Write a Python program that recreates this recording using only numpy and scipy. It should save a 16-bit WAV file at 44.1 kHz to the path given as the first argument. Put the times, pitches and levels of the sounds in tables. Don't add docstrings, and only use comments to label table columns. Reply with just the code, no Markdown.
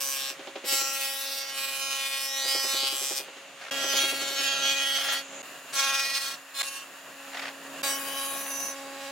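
import sys
import numpy as np
from scipy import signal
from scipy.fft import rfft, irfft, next_fast_len
from scipy.io import wavfile
from scipy.ndimage import uniform_filter1d, map_coordinates

SR = 44100
rng = np.random.default_rng(int(sys.argv[2]) if len(sys.argv) > 2 else 0)


def wrap_up_sound(samples):
    columns = np.atleast_2d(samples).T
    tamed = np.clip(columns, -1, 1)
    steps = np.round(tamed * 32767).astype(np.int16)
    wavfile.write(sys.argv[1], SR, steps)


N = 401751
TIME = np.arange(N) / SR

# start in seconds, end in seconds,
# attack in seconds, board ring in dB, cutting hum in dB, speed sag in Hz, board reflections in dB,
# room reflections in dB, shifts of the echoes per second.
PASSES = [(0, 0.302, 0.0014, -37, -49, 4.3, -13, 1.5, 2.6),
          (0.643, 1.5, 0.048, -38, -45, 3.12, -5.5, -0.5, 3.43),
          (1.481, 3.185, 0.046, -38, -46.5, 3.4, 1, -13.5, 3.2),
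          (3.701, 5.189, 0.0049, -37, -49, 0.77, 2, -17, 10.5),
          (5.723, 6.339, 0.025, -35.5, -50.5, 1.68, 6, 4.5, 5.9),
          (6.533, 6.618, 0.036, -39.5, -52, 0.48, 13, 9, 4.4),
          (6.615, 6.837, 0.002, -40.5, -48, 0.72, 2, -3, 10.4),
          (7.831, 9.112, 0.0024, -35, -38.5, 0.54, 4.5, -1, 10.5)]
# time in seconds, bite in dB, chip fizz against it in dB.
CUTS = [
    [(0.0, -34, 0), (0.13, -35, -1), (0.276, -35, -7), (0.31, -36, -7)],
    [(0.68, -33.5, 1.5), (0.69, -30.5, -1), (0.728, -29, 0.5), (0.86, -31.5, -5.5), (0.936, -34, -1.5),
     (1.03, -32.5, -2), (1.206, -37.5, 0), (1.272, -35.5, -4.5), (1.382, -35.5, -0.5), (1.43, -38, -9),
     (1.49, -39, -7)],
    [(1.5, -39.5, -12), (1.536, -41.5, -5), (1.58, -34.5, -3), (1.74, -35, -3), (1.806, -35.5, -3),
     (1.816, -31.5, -7.5), (1.9, -32, -8), (2.068, -34.5, -5.5), (2.096, -38.5, 0), (2.128, -34.5, -6.5),
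     (2.224, -36, -2), (2.346, -33, -7.5), (2.546, -29.5, -5), (2.584, -29.5, -8.5), (2.654, -30.5, -4),
     (2.848, -29, -9), (2.966, -35.5, -2), (3.028, -34.5, -2), (3.146, -37, -3), (3.176, -34, 2),
     (3.2, -30.5, -1.5)],
    [(3.72, -35, -11.5), (3.95, -27.5, -10), (3.984, -24, -10.5), (4.186, -36, -6), (4.248, -31, -11.5),
     (4.338, -33.5, -7), (4.382, -30.5, -14), (4.442, -29.5, -8), (4.488, -27.5, -16), (4.618, -30.5, -14),
     (4.638, -27.5, -15), (4.72, -26.5, -12.5), (4.736, -33, -6), (4.764, -28.5, -14), (4.94, -31.5, -9.5),
     (4.956, -29, -11.5), (5.066, -32, -6), (5.102, -26.5, -16), (5.13, -30, -4.5), (5.18, -33, -10)],
    [(5.745, -33, -2), (5.787, -26, -9), (6.007, -28.5, -8.5), (6.105, -33, -9), (6.177, -30, -8),
     (6.191, -36, -5), (6.29, -34, -4.5), (6.335, -39.5, -6)],
    [(6.56, -39.5, -5.5), (6.6, -30, -6), (6.616, -27.5, -11)],
    [(6.635, -46, 3), (6.687, -34, -6), (6.697, -42.5, -3), (6.769, -40.5, -3.5), (6.81, -46.5, -11),
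     (6.85, -54, -1)],
    [(7.84, -31, -4.5), (7.938, -34, -3.5), (8.008, -41.5, 2), (8.194, -37.5, -1), (8.454, -42.5, 3.5),
     (8.66, -44, 2.5), (8.79, -48, -11), (8.83, -52, -9), (9.1, -46, -11.5)],
]
# multiple of the idle knife rate, relative level in dB.
RINGS = [
    [(4, 13), (5, 0), (6, 11), (7, 2), (8, -16)],
    [(4, 2.5), (5, 1), (6, -0.5), (7, 5.5), (8, 7.5)],
    [(4, 11), (5, 6), (6, 6), (7, 7.5), (8, 11)],
    [(4, 1), (5, 5.5), (6, 7), (7, 4.5), (8, 7.5)],
    [(4, 18), (5, 14), (6, 13), (7, 10.5), (8, 15.5)],
    [(4, 18), (5, 5), (6, 15), (7, 8), (8, 6)],
    [(4, 12), (5, -4), (6, 8), (7, -13), (8, -1)],
    [(4, 6.5), (5, -3.5), (6, 2), (7, -5.5), (8, -1)],
]
# frequency in Hz, relative level in dB.
CRACKS = [
    [(1180, -22), (2000, -6), (2110, -7), (2640, -1.5), (3760, -12), (3930, -10), (4280, -10.5),
     (5650, -2.5), (6540, -17), (7980, 0), (11400, -9), (12800, -2), (15800, -12.5)],
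    [(1180, -36), (2000, 6), (2110, 10.5), (2500, -1), (2570, 17), (2640, 1), (2900, 2), (4280, -3),
     (5600, 2), (7320, -8.5), (9080, -16), (14100, -15.5), (15800, -18)],
    [(1180, -49.5), (2000, -10), (2110, 14.5), (2320, -24.5), (2380, 4), (2850, -3.5), (2930, 2.5),
     (3140, -2), (4210, -4), (6260, -8.5), (7910, -14.5), (12100, -17.5), (15800, -23.5)],
    [(1180, -37), (2000, 1), (2260, 8.5), (2340, -9.5), (2500, 4.5), (2850, 0), (3010, 3), (3290, 6.5),
     (3560, -5), (3830, -2), (4110, -10), (4380, -0.5), (4660, -11), (4920, -7), (6160, -3), (8550, -13),
     (11000, -14), (15800, -20)],
    [(1180, -48), (2000, 0), (2320, -3.5), (2400, 4), (2530, -7.5), (2590, -8), (3360, -2.5), (3830, -6),
     (4240, -4.5), (4670, -8.5), (6000, -6.5), (7710, -16.5), (15100, -27), (15800, -27)],
    [(1180, -46), (2000, -7), (2950, -9), (3290, -10), (3560, -6), (3830, -14), (4110, -5), (4660, -18),
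     (5300, -9), (6200, -19), (7710, -8), (15800, -17)],
    [(1180, -62), (2000, -41), (2680, 3), (3010, -5), (3300, -13), (4400, -6), (5220, -12), (5900, -4),
     (6370, -11), (9990, -11), (15800, -27)],
    [(1180, -34), (2000, 1), (2260, -13), (2340, 5), (2500, -2.5), (2880, -11), (3000, -3.5), (3480, -11),
     (3930, -5.5), (4360, -21), (4750, -1.5), (4960, -12.5), (8050, -9), (9990, 0), (15800, -9)],
]
FLUTTER = [.3, .8, .9, 1.1, 1.8, 1, 1, .8]
TEAR = [-14, -12, -13, -14.5, -7, -9, -9, -8]
ECHOES = [.12, .28, .25, .45, .2, .2, .2, .45]
# start in seconds, end in seconds.
SHALLOW = [(0, .4), (2.9, 3.6)]
# start in seconds, end in seconds, first frequency in Hz,
# last frequency in Hz, width in Hz, level in dB.
SQUEALS = [(0, 0.16, 5950, 5940, 300, -35.5), (0.155, 0.325, 3420, 4200, 900, -37.5),
           (0.66, 1.146, 1384, 1310, 60, -44), (0.675, 0.85, 2240, 2150, 80, -43),
           (.675, .82, 4850, 4500, 900, -39), (0.696, 0.955, 6000, 5500, 450, -34.5),
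           (.68, 0.92, 7050, 7040, 250, -42), (0.947, 1.099, 6900, 7100, 200, -59),
           (0.96, 1.256, 3100, 3070, 80, -57), (1.14, 1.44, 3880, 4100, 350, -41.5),
           (1.203, 1.42, 4950, 5070, 250, -46), (1.387, 1.8, 2994, 3100, 60, -46),
           (1.77, 2.036, 2680, 3340, 600, -47), (2.167, 2.48, 4923, 6035, 450, -36),
           (2.202, 2.72, 1930, 1880, 60, -40.5), (2.263, 2.53, 3750, 3950, 300, -38),
           (2.374, 2.607, 3980, 5600, 600, -34.5), (2.462, 2.802, 4970, 5300, 500, -33.5),
           (2.475, 2.63, 3250, 3260, 100, -35.5), (2.636, 2.907, 3748, 4205, 300, -36),
           (2.73, 2.98, 4270, 5000, 500, -37), (2.772, 3.03, 3250, 3280, 100, -40.5),
           (2.703, 2.95, 2170, 2200, 60, -44), (2.92, 3.167, 7700, 7200, 900, -37.5),
           (2.942, 3.22, 5900, 5170, 900, -36.5), (3.164, 3.192, 5000, 5100, 1000, -35.5),
           (3.705, 3.957, 3240, 3290, 100, -36), (3.72, 4.1, 1386, 1356, 60, -44),
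           (3.927, 4.082, 3270, 3278, 160, -29.5), (3.957, 4.073, 4300, 4370, 100, -36),
           (3.944, 4.084, 2700, 2760, 150, -33), (3.97, 4.12, 3820, 3800, 100, -40),
           (4.384, 4.525, 6540, 6400, 200, -38), (4.43, 4.695, 1290, 1410, 60, -40),
           (4.202, 4.48, 3210, 3250, 100, -43), (4.148, 4.42, 4350, 4280, 100, -43),
           (4.448, 4.58, 3200, 3220, 200, -31), (4.609, 4.758, 3200, 3200, 199, -27.5),
           (4.616, 4.748, 4410, 4360, 120, -40), (4.66, 4.862, 2510, 2560, 100, -34),
           (4.674, 4.97, 1840, 1865, 60, -41), (4.735, 4.838, 6100, 5850, 300, -43),
           (4.76, 5.05, 3260, 3250, 120, -32), (4.9, 5.005, 4420, 4470, 120, -38.5),
           (4.93, 5.03, 6300, 5470, 300, -45), (5.025, 5.198, 3050, 3200, 300, -32),
           (5.053, 5.208, 1890, 1915, 60, -38.5), (5.114, 5.218, 4416, 4480, 120, -37),
           (5.727, 5.843, 4350, 4320, 120, -43), (5.747, 5.832, 6060, 5830, 500, -30),
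           (5.737, 5.99, 1150, 1100, 60, -39), (5.761, 6.05, 1460, 1480, 60, -36.5),
           (5.784, 5.892, 3200, 3200, 120, -36), (5.748, 6.17, 2420, 2470, 60, -36),
           (5.926, 6.076, 5500, 5350, 500, -35.5), (5.85, 6.28, 1900, 1950, 50, -37.5),
           (6.584, 6.62, 1303, 1553, 400, -42), (6.63, 6.85, 2670, 2760, 120, -54),
           (6.66, 6.85, 3010, 3020, 100, -46), (7.828, 7.976, 4650, 4680, 50, -43.5),
           (7.83, 7.955, 8100, 7900, 450, -34.5), (7.87, 7.983, 5850, 5640, 179.6, -39),
           (7.828, 8, 3020, 3100, 90, -39.5), (8.046, 8.31, 3050, 3140, 70, -40),
           (8.098, 8.417, 1094, 1126, 40, -43.5), (8.13, 8.36, 4730, 4680, 60, -58),
           (8.162, 8.393, 9950, 9900, 260, -39.5), (8.33, 8.55, 5880, 6040, 90, -45),
           (8.497, 8.748, 6020, 5990, 100, -36), (8.6, 8.728, 9810, 9800, 400, -44),
           (8.439, 8.71, 2770, 2660, 80, -45)]
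# start in seconds, end in seconds, first frequency in Hz,
# last frequency in Hz, width in Hz.
NOTCHES = [(.74, 0.977, 3360, 3570, 400), (.86, 1.25, 3800, 7900, 600), (1.083, 1.26, 4100, 5100, 500),
           (1.17, 1.37, 3450, 2820, 450), (1.72, 1.974, 1828, 2084, 250), (2.234, 2.633, 3650, 6800, 796),
           (2.55, 2.905, 3500, 6450, 700), (3.975, 4.14, 4600, 5200, 600), (7.917, 8.04, 4500, 4350, 400),
           (8.27, 8.5, 5200, 5050, 400), (8.269, 8.5, 4520, 4450, 400)]
# time in seconds, first, second and third partial in dB.
FREE_HUM = [(0, -60, -49.5, -64), (3.69, -62.5, -51, -60), (3.71, -54, -48, -58), (5.41, -57, -52, -61),
            (5.43, -62.5, -59.5, -79), (6.899, -58.5, -57.5, -68), (7.3, -52.5, -52.5, -56),
            (7.8, -53, -55.5, -67), (8.4, -53, -52.5, -61), (9.11, -47, -41, -42)]
# time in seconds, sway as a share of the speed.
BELT_SWAY = [(0, 0.0041), (3.6, 0.0024), (3.75, 0.01), (6.5, 0.0086), (9.11, 0.011)]
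# frequency in Hz, relative level in dB.
FRAME_COLOUR = [(18, -99), (30, -60), (86, -54), (124, -12.5), (220, -10.5), (272, -8.5), (323, -9),
                (481, -5.5), (547, -11.5), (613, 0), (748, -3), (826, -26), (900, -14), (1170, -5),
                (1980, -120)]
# frequency in Hz, relative level in dB.
EARLY_AIR_COLOUR = [(290, -35), (500, -21), (537, -15), (853, -15.5), (1140, -12), (1440, -9.5),
                    (2060, -11), (2180, -10.5), (2790, -9.5), (3130, -12), (3890, -15), (5750, -23),
                    (6830, -14), (7240, -21), (15800, -36.5)]
LATE_AIR_COLOUR = [(290, -30.5), (500, -17), (621, -12.5), (783, -6.5), (1420, -3.5), (1810, -1.5),
                   (2180, -10), (2710, -3), (3000, -9), (4630, -13), (6090, -17.5), (6930, -7.5),
                   (7900, -17), (9950, -18), (15800, -22.5)]
# time in seconds, level in dB.
AIR_LEVEL = [(0, -48), (3.7, -49), (3.715, -42), (5.3, -46), (5.42, -43.5), (5.43, -45.5), (6.5, -48.5),
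             (7.05, -48), (7.3, -46), (7.6, -46), (7.85, -42.5), (9.11, -47.5)]
# time in seconds, level in dB.
BEARING_LEVEL = [(0, -79), (3.6, -67), (5.25, -54), (5.41, -46), (5.44, -62), (7, -71), (9.11, -72)]
# mean frequency in Hz, mean level in dB.
WHISTLES = [(10000, -67), (13200, -67)]
# time in seconds, strength of the blow in dB.
LANDINGS = [(0.304, -41.5), (.392, -36.5), (.471, -33), (0.555, -31), (.64, -33), (0.724, -34),
            (0.813, -38), (0.896, -53), (2.448, -35), (2.547, -31.5), (2.641, -31.5), (2.737, -32),
            (2.829, -36), (2.924, -35), (3.016, -37.5), (3.107, -33), (3.195, -37.5), (3.28, -40),
            (3.364, -41), (3.835, -28.5), (3.935, -28), (4.033, -29.5), (4.123, -33), (4.212, -33),
            (4.303, -36), (4.396, -36), (5.515, -46)]
# frequency in Hz, relative level in dB, T60 in seconds.
BOARD_MODES = [(237, -22, 0.21), (295, -7, 0.083), (321, -6.5, 0.13), (395, -3.5, 0.14), (433, -17.5, .11),
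               (519.4, -2.5, 0.13), (597, -4.5, 0.1), (667, -10.5, 0.16), (787, -4, 0.11), (894, -23, 0.1)]
# frequency in Hz, relative level in dB.
KNOCK_COLOUR = [(59, -64), (100, -31), (349, -3), (555, -29), (911, -3), (1180, -4.5), (1450, -5),
                (2680, -5), (3350, -6), (6000, -18), (7800, -28), (13200, -120)]
# start in seconds, end in seconds, attack in seconds, level in dB.
SLIDES = [(3.603, 3.702, 0.018, -43.5), (4.95, 5.165, 0.049, -37.5), (5.062, 5.133, .035, -46),
          (6.609, 6.612, .006, -33.5), (7.316, 7.399, 0.05, -37), (7.411, 7.488, 0.029, -37.5),
          (8.455, 8.48, 0.0098, -43.5)]
# frequency in Hz, relative level in dB.
SLIDE_COLOUR = [(120, -67), (200, -21), (277, -5), (307, -46), (447, 4.5), (513, -32), (641, 6.5),
                (935, 0.5), (1760, 8), (5180, -5.5), (12000, -27), (15600, -58), (22000, -120)]
GAPS = [3.706, 5.424, 6.625, 7.825]
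# frequency in Hz, gain of the side signal in dB.
WIDTH = [(60, -3), (110, -15), (200, -28), (380, -28), (700, -14), (1290, -11.5), (2380, -8), (4400, -5),
         (8120, -4.5), (15000, -3)]
# frequency in Hz, left minus right gain in dB.
LEAN = [(60, -2.5), (110, -1), (200, 1), (380, -3), (700, -1.5), (1290, -1), (2380, 0.5), (4400, -2),
        (8120, 1), (15000, 3)]

RING_TOP_HZ, CRACK_TOP_HZ = 2320, 7500
TOP_HZ = 15950
USUAL_BITE_DB, USUAL_AIR_DB = -30, -47
RING_GROWS, HUM_GROWS, DRAG_GROWS = 0.76, 1, 0.55
BASS_GROWS = 1.73
RUMBLE_SWAY_DB = 2.3
RELEASE_T60_S = 0.1406
SECOND_KNIFE_DB, SHALLOW_KNIFE_DB = -2.2, -10
IDLE_HZ = 274.8
INERTIA_S = 0.0558
KNOCK_ATTACK_S, RATTLE_T60_S = 0.0009, 0.19


def amp(db):
    return 10 ** (np.asarray(db) / 20)


def unit(x):
    return x / np.sqrt(np.mean(x ** 2) + 1e-20)


def steady(x, size=2600):
    return x / np.sqrt(np.abs(uniform_filter1d(x ** 2, size=size, axis=1)) + 1e-12)


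def along(points, hz):
    f, v = np.transpose(points)
    return np.interp(np.log(hz + 1), np.log(f + 1), v)


def curves(rows):
    s, *columns = np.transpose(rows)
    return [np.interp(TIME, s, column) for column in columns]


def wobble(rate):
    knots = rng.standard_normal(int(N * rate / SR) + 4)
    return map_coordinates(knots, [TIME * rate])


def filtered(x, gain):
    n = x.shape[-1]
    m = 2 * next_fast_len(n // 2 + 4096)
    cepstrum = irfft(np.log(np.maximum(gain(np.fft.rfftfreq(m, 1 / SR)), 1e-6)))
    cepstrum[1:m // 2] *= 2
    cepstrum[m // 2 + 1:] = 0
    return irfft(rfft(x, m) * np.exp(rfft(cepstrum)), m)[..., :n]


def band(hz, lo, hi, order=10):
    return ((1 + (lo / (hz + 1)) ** (2 * order)) * (1 + (hz / hi) ** (2 * order))) ** -.5


def rush(colour, low_hz=30):
    noise = rng.standard_normal((2, N))
    return unit(filtered(noise, lambda hz: amp(along(colour, hz)) * band(hz, low_hz, SR, order=3)))


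def hiss(centre_hz, width_hz):
    noise = rng.standard_normal((2, N))
    return unit(filtered(noise, lambda hz: 1 / (1 + ((hz - centre_hz) / width_hz) ** 2)))


def envelope(start, end, attack, t60):
    rise = np.sin(np.pi / 2 * np.clip((TIME - start) / max(attack, 1e-4), 0, 1))
    return rise * amp(-60 * np.clip((TIME - end) / t60, 0, 2))


def swell(x, curve):
    return x * np.abs(np.sin(np.linspace(0, np.pi, x.shape[-1]))) ** curve


def resonance(x, first_hz, last_hz, width_hz):
    spin = np.exp(2j * np.pi * np.cumsum(np.linspace(first_hz, last_hz, x.shape[-1])) / SR)
    return 2 * (signal.lfilter(*signal.butter(1, width_hz / 2, fs=SR), x / spin) * spin).real


def pushes():
    work = []
    for (start, end, attack, *_), rows in zip(PASSES, CUTS):
        bite, fizz = curves(rows)
        work.append((envelope(start, end, attack, RELEASE_T60_S), bite - USUAL_BITE_DB, fizz))
    return work


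def shallowness(ease_s=0.37):
    inside = sum(1. * (TIME < end) * (TIME >= start) for start, end in SHALLOW)
    return uniform_filter1d(inside, size=int(ease_s * SR) + 1)


def head_turn(work, belt_hz=18.5):
    drag = 0
    for (_, _, _, _, _, sag_hz, *_), (gate, bite, _) in zip(PASSES, work):
        drag = drag + sag_hz * gate * amp(DRAG_GROWS * bite)
    keep = np.exp(-1 / (INERTIA_S * SR))
    sag = signal.lfilter([1 - keep], [1, -keep], drag, zi=[keep * drag[SR // 20]])[0]
    sway = curves(BELT_SWAY)[0] * np.sin(2 * np.pi * belt_hz * TIME)
    return np.cumsum((IDLE_HZ - sag) * (1 + sway)) / SR


def strokes(turn):
    count = np.arange(1, int(turn[-1]))
    chance = rng.standard_normal((len(count), 2))
    at = np.interp(count, turn, np.arange(N)) + .17 * chance[:, 0]
    shallow = np.interp(count, turn, shallowness())
    lower_db = SECOND_KNIFE_DB + (SHALLOW_KNIFE_DB - SECOND_KNIFE_DB) * shallow
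    size = amp(.8 * chance[:, 1] + count % 2 * lower_db)
    taps = at.astype(int)[:, None] + np.arange(-7, 9)
    off = taps - at[:, None]
    shape = np.sinc(off) * np.cos(np.pi * off / 16) ** 2
    return np.bincount(np.clip(taps, 0, N - 1).ravel(), (size[:, None] * shape).ravel(), N)


def machine(turn, frame_db=-54.5, chop=0.048, knife_chop=0.053, housing_db=-10):
    air_db = curves(AIR_LEVEL)[0]
    rumble_db = frame_db + BASS_GROWS * (air_db - USUAL_AIR_DB) + RUMBLE_SWAY_DB * wobble(12)
    frame = amp(rumble_db) * rush(FRAME_COLOUR)
    early, late = rush(EARLY_AIR_COLOUR, low_hz=200), rush(LATE_AIR_COLOUR, low_hz=200)
    whirl = np.where(TIME < GAPS[1], early, late)
    housing = amp(housing_db) * hiss(2780, 110)
    air = amp(air_db + .9 * wobble(20)) * (whirl + housing)
    bearing = amp(curves(BEARING_LEVEL)[0]) * hiss(6850, 330)
    pulse = 1 + chop * np.sin(np.pi * turn) + knife_chop * np.sin(2 * np.pi * turn)
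    return frame + (air + bearing) * pulse


def whistles(wander=0.029, blur=0.00386):
    drift = wobble(5.5)
    out = np.zeros((2, N))
    for hz, db in WHISTLES:
        pitch = hz * (1 + wander * drift + blur * wobble(300))
        phase = 2 * np.pi * np.cumsum(pitch) / SR
        tones = np.array([np.sin(phase), np.sin(phase + 2 * wobble(5))])
        out += amp(db + 1.2 * wobble(5.9)) * tones
    return out * (TIME > GAPS[1])


def hum(turn, work, cut_db=(-15, 1, 1), upper_db=-18, rise_db=1.0, waver_db=1.1):
    air_db = curves(AIR_LEVEL)[0]
    near = amp(BASS_GROWS * (air_db - USUAL_AIR_DB))
    loaded = 0
    for (_, _, _, _, hum_db, *_), (gate, bite, _) in zip(PASSES, work):
        loaded = loaded + gate * amp(hum_db + HUM_GROWS * bite)
    sizes = [np.hypot(near * amp(free), loaded * amp(db)) for free, db in zip(curves(FREE_HUM), cut_db)]
    sizes += [amp(air_db + upper_db + rise_db * k) for k in range(4)]
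    tone = np.zeros(N)
    for k, size in enumerate(sizes, 1):
        tone += size * amp(waver_db * wobble(14)) * np.sin(2 * np.pi * (k * turn + rng.random()))
    return np.array([tone, 0.67 * tone])


def chatter(rattle_db=-7, modes_db=-4):
    t = np.arange(SR // 3) / SR
    thumps, blows = np.zeros((2, N + SR))
    mode_hz, mode_db, mode_t60 = np.transpose(BOARD_MODES)[:, :, None]
    for s, db in LANDINGS:
        chance = rng.standard_normal((3, len(mode_hz), 1))
        hz = mode_hz * (1 + .015 * chance[1])
        decay = amp(mode_db + 1.5 * chance[0] - 60 * t / mode_t60)
        ring = decay * np.sin(2 * np.pi * (hz * t + .15 * chance[2]))
        blow = amp(db) * (1 - np.exp(-t / KNOCK_ATTACK_S))
        thumps[round(s * SR):][:len(t)] += blow * ring.sum(axis=0)
        blows[round(s * SR):][:len(t)] += blow * amp(-60 * t / RATTLE_T60_S)
    rattle = amp(rattle_db) * blows[:N] * steady(rush(KNOCK_COLOUR), size=600)
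    return filtered(rattle + amp(modes_db) * thumps[:N], lambda hz: band(hz, 188, SR, order=5))


def sliding(release_t60=0.14, catch_db=3):
    level = sum(amp(db) * envelope(start, end, attack, release_t60) for start, end, attack, db in SLIDES)
    return level * steady(amp(catch_db * wobble(220)) * rush(SLIDE_COLOUR), size=1300)


def tail(t60):
    t = np.arange(SR // 6) / SR
    h = rng.standard_normal((2, len(t))) * amp(-60 * t / t60)
    return h / np.linalg.norm(h, axis=1, keepdims=True)


def evened(paths, share=0.14):
    n = paths.shape[1]
    z = rfft(paths, 2 * n)
    return irfft(z / (np.abs(z) + 1e-6) ** share)[:, :n]


def through_board(x, board_db, room_db, board_t60=0.033, room_t60=0.42):
    step = SR // 5
    n = len(x)
    out = np.zeros((2, n + SR))
    for centre in range(0, n + step, step):
        a, b = max(centre - step, 0), min(centre + step, n)
        paths = amp(board_db) * tail(board_t60) + amp(room_db) * tail(room_t60)
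        paths[0] = signal.lfilter(*signal.butter(1, 1800, "high", fs=SR), paths[0])
        paths[0, 0] += 1
        paths = evened(paths)
        paths /= np.linalg.norm(paths, axis=1, keepdims=True)
        fade = np.cos(np.pi / 2 * (np.arange(a, b) - centre) / step) ** 2
        y = signal.fftconvolve((x[a:b] * fade)[None], paths, axes=1)
        out[:, a:a + y.shape[1]] += y
    return out[:, :n]


def swish(x, span, shifts, echo, travel_s=.00004, paths_s=(.00023, .00047, .00078), above_hz=4500):
    i = np.arange(x.shape[-1])
    treble = signal.sosfiltfilt(signal.butter(2, above_hz, "high", fs=SR, output="sos"), x)
    echoes = np.zeros_like(x)
    for path in paths_s:
        delay = SR * (path + travel_s * wobble(shifts)[span])
        echoes += np.array([map_coordinates(channel, [i - delay]) for channel in treble])
    return x + echo * echoes


def squeals(clicks):
    out = np.zeros((2, N))
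    for start, end, first_hz, last_hz, width_hz, db in SQUEALS:
        span = slice(int(start * SR), int(end * SR))
        drive = through_board(-clicks[span], board_db=-7.5, room_db=-6)
        mode = steady(resonance(drive, first_hz, last_hz, width_hz), size=970)
        out[:, span] += amp(db) * swell(mode, curve=0.56)
    return filtered(out, lambda hz: band(hz, 580, SR, order=3))


def unsung(level, song, least=0.38):
    taken = uniform_filter1d(song ** 2, size=2600)
    return np.sqrt(np.maximum(level ** 2 - taken, least * level ** 2))


def voice(x, colour, lo, hi):
    return steady(filtered(x, lambda hz: amp(along(colour, hz)) * band(hz, lo, hi)))


def cutting(clicks, work, song, tear_s=0.0032, shallow_ring_db=-5, crack_db=0.34, fizz_tear_db=7,
            ring_echo_db=-7, uneven_db=1.08):
    decay = np.exp(-1 / (tear_s * SR))
    burst = signal.lfilter([1], [1, -decay], clicks) * rng.standard_normal(N)
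    low_song = filtered(song, lambda hz: band(hz, 1020, RING_TOP_HZ))
    high_song = filtered(song, lambda hz: band(hz, RING_TOP_HZ, CRACK_TOP_HZ))
    grain, shallow = amp(uneven_db * wobble(22)), shallowness()
    out = np.zeros((2, N))
    settings = zip(PASSES, work, RINGS, CRACKS, TEAR, ECHOES, FLUTTER)
    for row, (gate, bite, fizz), ring, crack, tear_db, echo, flutter_db in settings:
        start, end, _, ring_db, _, _, board_db, room_db, shifts = row
        span = slice(max(int(start * SR), 0), min(int((end + RELEASE_T60_S) * SR), N))
        ring_level = ring_db + RING_GROWS * bite[span] + shallow_ring_db * shallow[span]
        level = USUAL_BITE_DB + bite[span]
        click = unit(through_board(-clicks[span], board_db, room_db))
        tear = amp(tear_db) * unit(through_board(burst[span], board_db, room_db))
        thrum = unit(through_board(-clicks[span], ring_echo_db, ring_echo_db)) + tear
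        ring_colour = [(k * IDLE_HZ, db) for k, db in ring]
        ring_voice = voice(thrum, ring_colour, 1117, RING_TOP_HZ)
        snap = swish(click + tear, span, shifts, echo)
        crack_voice = voice(snap, crack, RING_TOP_HZ, CRACK_TOP_HZ)
        spray = swish(click + amp(fizz_tear_db) * tear, span, shifts, echo)
        fizz_voice = voice(spray, crack, CRACK_TOP_HZ, SR)
        cut = unsung(amp(ring_level), low_song[span]) * ring_voice
        cut += unsung(amp(level + crack_db), high_song[span]) * crack_voice
        cut += amp(level + fizz[span]) * fizz_voice
        out[:, span] += gate[span] * grain[span] * amp(flutter_db * wobble(60)[span]) * cut
    return out


def notched(x, depth=.85):
    out = x.copy()
    for start, end, first_hz, last_hz, width_hz in NOTCHES:
        span = slice(int(start * SR), int(end * SR))
        dead = resonance(out[:, span], first_hz, last_hz, width_hz)
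        out[:, span] -= depth * swell(dead, curve=0.25)
    return out


def scene():
    work = pushes()
    turn = head_turn(work)
    clicks = strokes(turn)
    song = squeals(clicks)
    background = machine(turn) + whistles() + hum(turn, work) + chatter() + sliding()
    mid, side = background + notched(cutting(clicks, work, song[0]) + song)
    side = filtered(side, lambda hz: amp(along(WIDTH, hz)))
    left = filtered(mid + side, lambda hz: amp(along(LEAN, hz) / 2))
    right = filtered(mid - side, lambda hz: amp(-along(LEAN, hz) / 2))
    return np.array([left, right])


def record(dry):
    gate = np.prod([np.clip((np.abs(TIME - s) - .0025) / .002, 0, 1) for s in GAPS], axis=0)
    m = next_fast_len(N + SR // 4)
    passed = np.fft.rfftfreq(m, 1 / SR) < TOP_HZ
    return irfft(rfft(dry * gate, m) * passed, m)[:, :N]


dry = scene()
out = record(dry)
wrap_up_sound(out)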